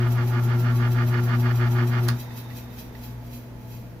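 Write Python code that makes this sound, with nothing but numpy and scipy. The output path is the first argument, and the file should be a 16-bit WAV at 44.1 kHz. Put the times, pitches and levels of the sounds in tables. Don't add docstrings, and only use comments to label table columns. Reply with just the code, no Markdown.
import sys
import numpy as np
from scipy import signal
from scipy.fft import rfft, irfft
from scipy.io import wavfile

SR = 44100
rng = np.random.default_rng(int(sys.argv[2]) if len(sys.argv) > 2 else 0)


def bounce(signal):
    frames = np.transpose(np.atleast_2d(signal))
    limited = np.clip(frames, -1, 1)
    pcm = np.round(limited * 32767).astype(np.int16)
    wavfile.write(sys.argv[1], SR, pcm)


N = 176400
T, HZ = np.arange(N) / SR, np.fft.rfftfreq(N, 1 / SR)
HUM_HZ, OFF_S = 119.95, 2.0904
SINCE_OFF = np.maximum(T - OFF_S, 0)


def amp(db):
    return 10 ** (np.asarray(db) / 20)


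def unit(x):
    return x / np.sqrt(np.mean(abs(x) ** 2) + 1e-20)


def curve(points, at):
    return np.interp(at, *np.transpose(points))


def read(points, hz):
    freqs, values = np.transpose(points)
    return np.interp(np.log(hz + 1), np.log(freqs + 1), values)


def colour(x, points):
    return unit(irfft(rfft(x) * amp(read(points, HZ)), N))


def resonate(x, modes):
    power = sum(amp(db) ** 2 / (1 + (2 * (HZ - hz) / width) ** 2) ** 2 for hz, db, width in modes)
    return unit(irfft(rfft(x) * np.sqrt(power), N))


def noise():
    return rng.standard_normal((2, N))


def drift(rate_hz):
    white = rng.standard_normal(N) + 1j * rng.standard_normal(N)
    return unit(np.fft.ifft(white / (1 + (np.fft.fftfreq(N, 1 / SR) / rate_hz) ** 4)))


def tone(hz, db, waver, rate_hz):
    phasor = np.exp(2j * np.pi * rng.random()) + waver * drift(rate_hz)
    return amp(db) * unit((phasor * np.exp(2j * np.pi * hz * T)).real)


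def decay(start, t60):
    return (T >= start) * np.exp(-np.log(1000) * np.maximum(T - start, 0) / t60)


def powered(hold_s, fall_db_per_s):
    return amp(-fall_db_per_s * np.maximum(SINCE_OFF - hold_s, 0))


# frequency in Hz, left-right likeness from 0 (wide) to 1 (mono).
LIKENESS = [(100, 0.73), (250, 0.87), (500, 0.34), (900, 0.65), (1400, 0.059), (2500, 0), (6000, 0.0017),
            (15000, 0.043)]
# frequency in Hz, left minus right in dB.
MACHINE_PAN = [(100, 1.4), (350, 2.7), (700, 0), (1300, -6.5), (2000, -7.5), (3500, -2), (6500, -5),
               (10000, 5), (15000, -3.5)]
def place(x, pan=MACHINE_PAN):
    left, right = rfft(x * np.ones((2, 1)))
    if x.ndim == 2:
        alike = np.clip(read(LIKENESS, HZ), 0, 1)
        right = alike * left + np.sqrt(1 - alike ** 2) * right
    lean = amp(read(pan, HZ) / 2)
    return irfft(np.array([left * lean, right / lean]), N)


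# pitch in Hz, level in dB, waver depth.
FRIDGE_TONES = [(59, -50.5, 0.95), (118.8, -40, 0.4), (181.8, -59.5, 0.99), (241.2, -48, 0.85),
                (489, -60.5, 0.35), (576, -82.5, 0.43), (697, -70.5, 0.47), (855, -63.5, 0.97)]
# frequency in Hz, relative level in dB.
AIR_EQ = [(15, -47), (25, -11), (119, -5), (169, -9), (240, -4.5), (290, -11), (584, -17.5), (686, -13),
          (744, -31.5), (851, -27), (1240, -27.5), (6410, -43), (7960, -48), (11900, -41), (15600, -42)]
# frequency in Hz, left minus right in dB.
ROOM_PAN = [(100, 1), (500, 0.057), (1500, 1), (15000, -1)]
def kitchen(air_db=-44):
    drone = sum(tone(hz, db, waver, rate_hz=2.67) for hz, db, waver in FRIDGE_TONES)
    air = amp(air_db) * colour(noise(), AIR_EQ)
    return place(drone, ROOM_PAN) + place(air, ROOM_PAN)


# frequency in Hz, seconds to fall 60 dB.
ROOM_DECAY = [(200, 0.34), (1500, 0.16), (5000, .17), (15000, 0.15)]
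def room(x, wet_db):
    taps = rng.choice([-1., 1.], (2, SR // 2)) * (rng.random((2, SR // 2)) < .1)
    hz, t, bands = signal.stft(taps, SR, nperseg=256)
    tail = signal.istft(bands * amp(-60 * t / read(ROOM_DECAY, hz)[:, None]), SR)[1]
    wet = signal.fftconvolve(x * np.ones((2, 1)), tail / np.linalg.norm(tail[0]), axes=1)[:, :N]
    return x + amp(wet_db) * wet


def bearing_whistle(start_hz=3720, sag_hz_per_s2=190, width_hz=150, db=-58.5, fade_from_s=2.44):
    pitch = start_hz - sag_hz_per_s2 * SINCE_OFF ** 2
    carrier = np.exp(2j * np.pi * np.cumsum(pitch) / SR)
    whistle = unit(np.array([(drift(width_hz) * carrier).real for channel in range(2)]))
    fade_in = np.minimum(SINCE_OFF / 0.032, 1)
    level = amp(db - 17 * np.maximum(T - fade_from_s, 0))
    return place(whistle * fade_in * level)


# frequency in Hz, relative level in dB.
ROLL_EQ = [(25, -16), (55, 4), (130, 3), (245, 0), (330, 5.5), (600, -1), (750, 3), (900, 8.5),
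           (1100, -0.5), (1450, -1.5), (2000, -2), (3100, -13.5), (4500, -14), (6500, -16), (8000, -36),
           (15000, -34)]
# start in seconds, level in dB.
DRIVE_KNOCKS = [(2.303, -43), (2.5, -41), (2.948, -43)]
def bearings_and_knocks(slowed, roll_db=-46, slowing_loss_db=15.5, attack_s=.005):
    roll = colour(noise(), ROLL_EQ) * amp(roll_db - slowing_loss_db * slowed)
    knock_body = resonate(noise(), [(1930, 0, 220), (2600, -10, 400), (4000, -17, 2000)])
    hits = sum(amp(db) * decay(start, t60=0.083) * np.clip((T - start) / attack_s, 0, 1)
               for start, db in DRIVE_KNOCKS)
    return place(roll + knock_body * hits)


# start in seconds, crack level in dB, treble tilt in dB per octave,
# ring gain in dB.
SWITCH_HITS = [(2.0833, -22.5, 10, -46), (2.0871, -20.5, 2, -29)]
# frequency in Hz, relative level in dB.
CRACK_EQ = [(300, -5), (1500, -1), (3000, 6.5), (4200, 8), (6000, 1), (7500, -20), (10500, -4),
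            (12000, -13), (15000, -5)]
# pitch in Hz, relative level in dB, seconds to fall 60 dB.
BOX_MODES = [(1664, 1, 0.042), (1880, -5.5, 0.031), (3300, -25, 0.056), (4100, -19, 0.049),
             (4660, 8.5, 0.0065), (5640, -18, 0.011), (6530, -12, 0.023)]
# frequency in Hz, left minus right in dB.
SWITCH_PAN = [(300, -12), (1500, -16), (3500, 0.5), (6500, -5), (14000, -5)]
def switch():
    clicks = np.zeros((2, N))
    for start, crack_db, tilt, ring_db in SWITCH_HITS:
        tilted_eq = [(hz, db + tilt * np.log2(hz)) for hz, db in CRACK_EQ]
        crack = colour(noise(), tilted_eq) * decay(start, t60=0.017)
        box = sum(amp(db) * decay(start, t60) * np.sin(2 * np.pi * hz * (T - start))
                  for hz, db, t60 in BOX_MODES)
        clicks += amp(crack_db) * crack + amp(ring_db) * box
    return place(room(clicks, wet_db=-3.5), SWITCH_PAN)


# harmonic number, level in dB, waver depth, depth of the sway on each turn.
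HUM_HARMONICS = [(1, -21, 0.045, 0.024), (2, -35.5, 0.73, 0.11), (3, -38.5, 0.74, 0.17),
                 (4, -54.5, 0.54, 0.24), (5, -54.5, 0.42, 0.38), (7, -56, 0.36, 1), (10, -62, 0.35, 0.88)]
# pitch in Hz, level in dB.
WHINE_TONES = [(626, -55), (689, -56.5), (804, -56.5), (864, -52.5), (953, -62), (1132, -55), (1250, -60.5),
               (1372, -52.5)]
# frequency in Hz, relative level in dB.
WHIRR_EQ = [(40, -22), (100, 9), (200, 2.5), (290, -25), (360, 6), (450, -12), (650, -8.5), (760, -3),
            (900, -10), (1400, -12.5), (2500, -20.5), (3600, -20), (4800, -29), (5700, -23.5),
            (8000, -35.5)]
def motor(turns, whirr_db=-39.5):
    load = np.cos(2 * np.pi * (turns - .55))
    hum = np.zeros(N)
    for k, db, waver, sway in HUM_HARMONICS:
        harmonic = tone(k * HUM_HZ, db, waver, rate_hz=17.4) * unit(1 + sway * load)
        hum += harmonic * powered(hold_s=0.034 / k ** 2, fall_db_per_s=172.5)
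    whine = sum(tone(hz, db, waver=0.89, rate_hz=4.8) for hz, db in WHINE_TONES)
    whirr = amp(whirr_db) * colour(noise(), WHIRR_EQ)
    return place(hum) + (place(whine) + place(whirr)) * powered(hold_s=0.012, fall_db_per_s=130)


# frequency in Hz, relative level in dB, width in Hz.
HOUSING_MODES = [(650, -7, 100), (950, -2.5, 140), (1200, 0, 150), (1380, 3, 240), (1686, -0.5, 150),
                 (1826, 1.5, 120), (2137, -2.5, 160), (2425, -6.5, 170), (2790, -3, 39), (2965, -7.5, 83),
                 (3270, -10, 93), (3600, -19, 400), (4420, -13, 164), (4850, -17, 220)]
# frequency in Hz, relative level in dB.
FILL_EQ = [(250, -31), (600, -10), (800, -5), (1300, -1), (2200, -8.5), (3800, -16.5), (6000, -20),
           (9000, -40), (15000, -55)]
# position in the turn from 0 to 1, gain in dB.
CHATTER_SWELL = [(0, -27), (.12, -12.5), (.26, -2), (.4, 1.5), (.7, 0), (.85, -20), (1, -17)]
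# time in seconds, level in dB.
CHATTER_RIDE = [(0, -36.5), (.55, -37), (1.0, -34), (1.45, -33), (2.0, -34)]
def chatter(turns, tooth_hz=236.5, jitter=.07, grit=0.58, throb=0.52, fill_db=-11):
    teeth = tooth_hz * T + jitter * drift(60).real + .25 * drift(5.5).real
    taps = np.diff(np.floor(teeth), prepend=0) * rng.uniform(.5, 1, N)
    rasp = noise() * np.exp(-(teeth % 1) / 0.44)
    shake = 1 + throb * np.cos(2 * np.pi * HUM_HZ * T)
    drive = (unit(taps) + grit * unit(rasp)) * shake
    smear = np.exp(1j * np.angle(rfft(noise() * decay(0, t60=0.053))))
    drive = irfft(rfft(drive) * smear, N)
    body = resonate(drive, HOUSING_MODES) + amp(fill_db) * colour(drive, FILL_EQ)
    level = amp(curve(CHATTER_SWELL, turns % 1) + curve(CHATTER_RIDE, T))
    return place(unit(body) * level * powered(hold_s=0.002, fall_db_per_s=360))


# offset from the contact in turns, gain in dB.
BRUSH_STROKE = [(-.5, -17.5), (-.22, -8.5), (-.17, -10), (-.06, -3), (-.035, 0.5), (.05, -1), (.2, -8.5),
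                (.36, -13), (.5, -19)]
# frequency in Hz, relative level in dB.
BRUSH_EQ = [(1180, -34), (2000, -2), (2660, 0), (2970, -8), (4080, -9), (4410, -1), (4760, -13.5),
            (6170, -9), (6780, -4), (7780, -10), (7980, -56), (8190, -22.5), (9810, -11), (12900, -1),
            (15600, 0.5)]
# frequency in Hz, relative level in dB, width in Hz.
BLADE_MODES = [(2424, 0, 76), (2600, -1, 210), (3180, -2.5, 330), (3986, -1, 250), (4810, -2.5, 320),
               (5620, 0.5, 140), (5835, 0.5, 96), (6640, 0, 70), (7470, -3, 61), (8470, -5.5, 114),
               (9310, -8.5, 140), (10090, -4, 190), (10820, 0.5, 100), (11700, -0.5, 240), (12450, 2, 130),
               (12600, 1, 97), (12980, 3, 250), (13850, -17, 130), (14520, 5.5, 140), (15050, 0, 230)]
# frequency in Hz, left minus right in dB.
BLADE_PAN = [(1000, -2), (2500, -0.5), (4000, -2.5), (6500, -2.5), (10000, -1), (15000, -4)]
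def blade_brushing(turns, slowed, hiss_db=-44.5, ring_db=-42.5, grain_db=0.5, flutter_db=-0.6):
    from_contact = (turns + .5) % 1 - .5
    contact = amp(curve(BRUSH_STROKE, from_contact) + flutter_db * drift(75).real)
    grains = noise() * amp(grain_db * rng.standard_normal(N))
    hiss = colour(grains, BRUSH_EQ) * amp(hiss_db - 11 * slowed ** 2)
    shimmer = resonate(noise(), BLADE_MODES) * amp(ring_db - 22 * slowed ** 2)
    return place((hiss + shimmer) * contact, BLADE_PAN)


def scene(turns_per_s=6.255, first_brush_s=.125, brake_turns_per_s2=3.0, ease_turns_per_s3=.32):
    speed = turns_per_s - brake_turns_per_s2 * SINCE_OFF + ease_turns_per_s3 * SINCE_OFF ** 2
    turns = np.cumsum(speed) / SR - turns_per_s * first_brush_s
    slowed = 1 - speed / turns_per_s
    slicer = motor(turns) + chatter(turns) + blade_brushing(turns, slowed)
    return slicer + bearings_and_knocks(slowed) + bearing_whistle() + switch() + kitchen()


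def record(dry, cutoff_hz=15600):
    lowpass = signal.firwin(511, cutoff_hz, window=("kaiser", 9), fs=SR)
    return signal.oaconvolve(dry, lowpass[None], "same")


dry = scene()
out = record(dry)
bounce(out)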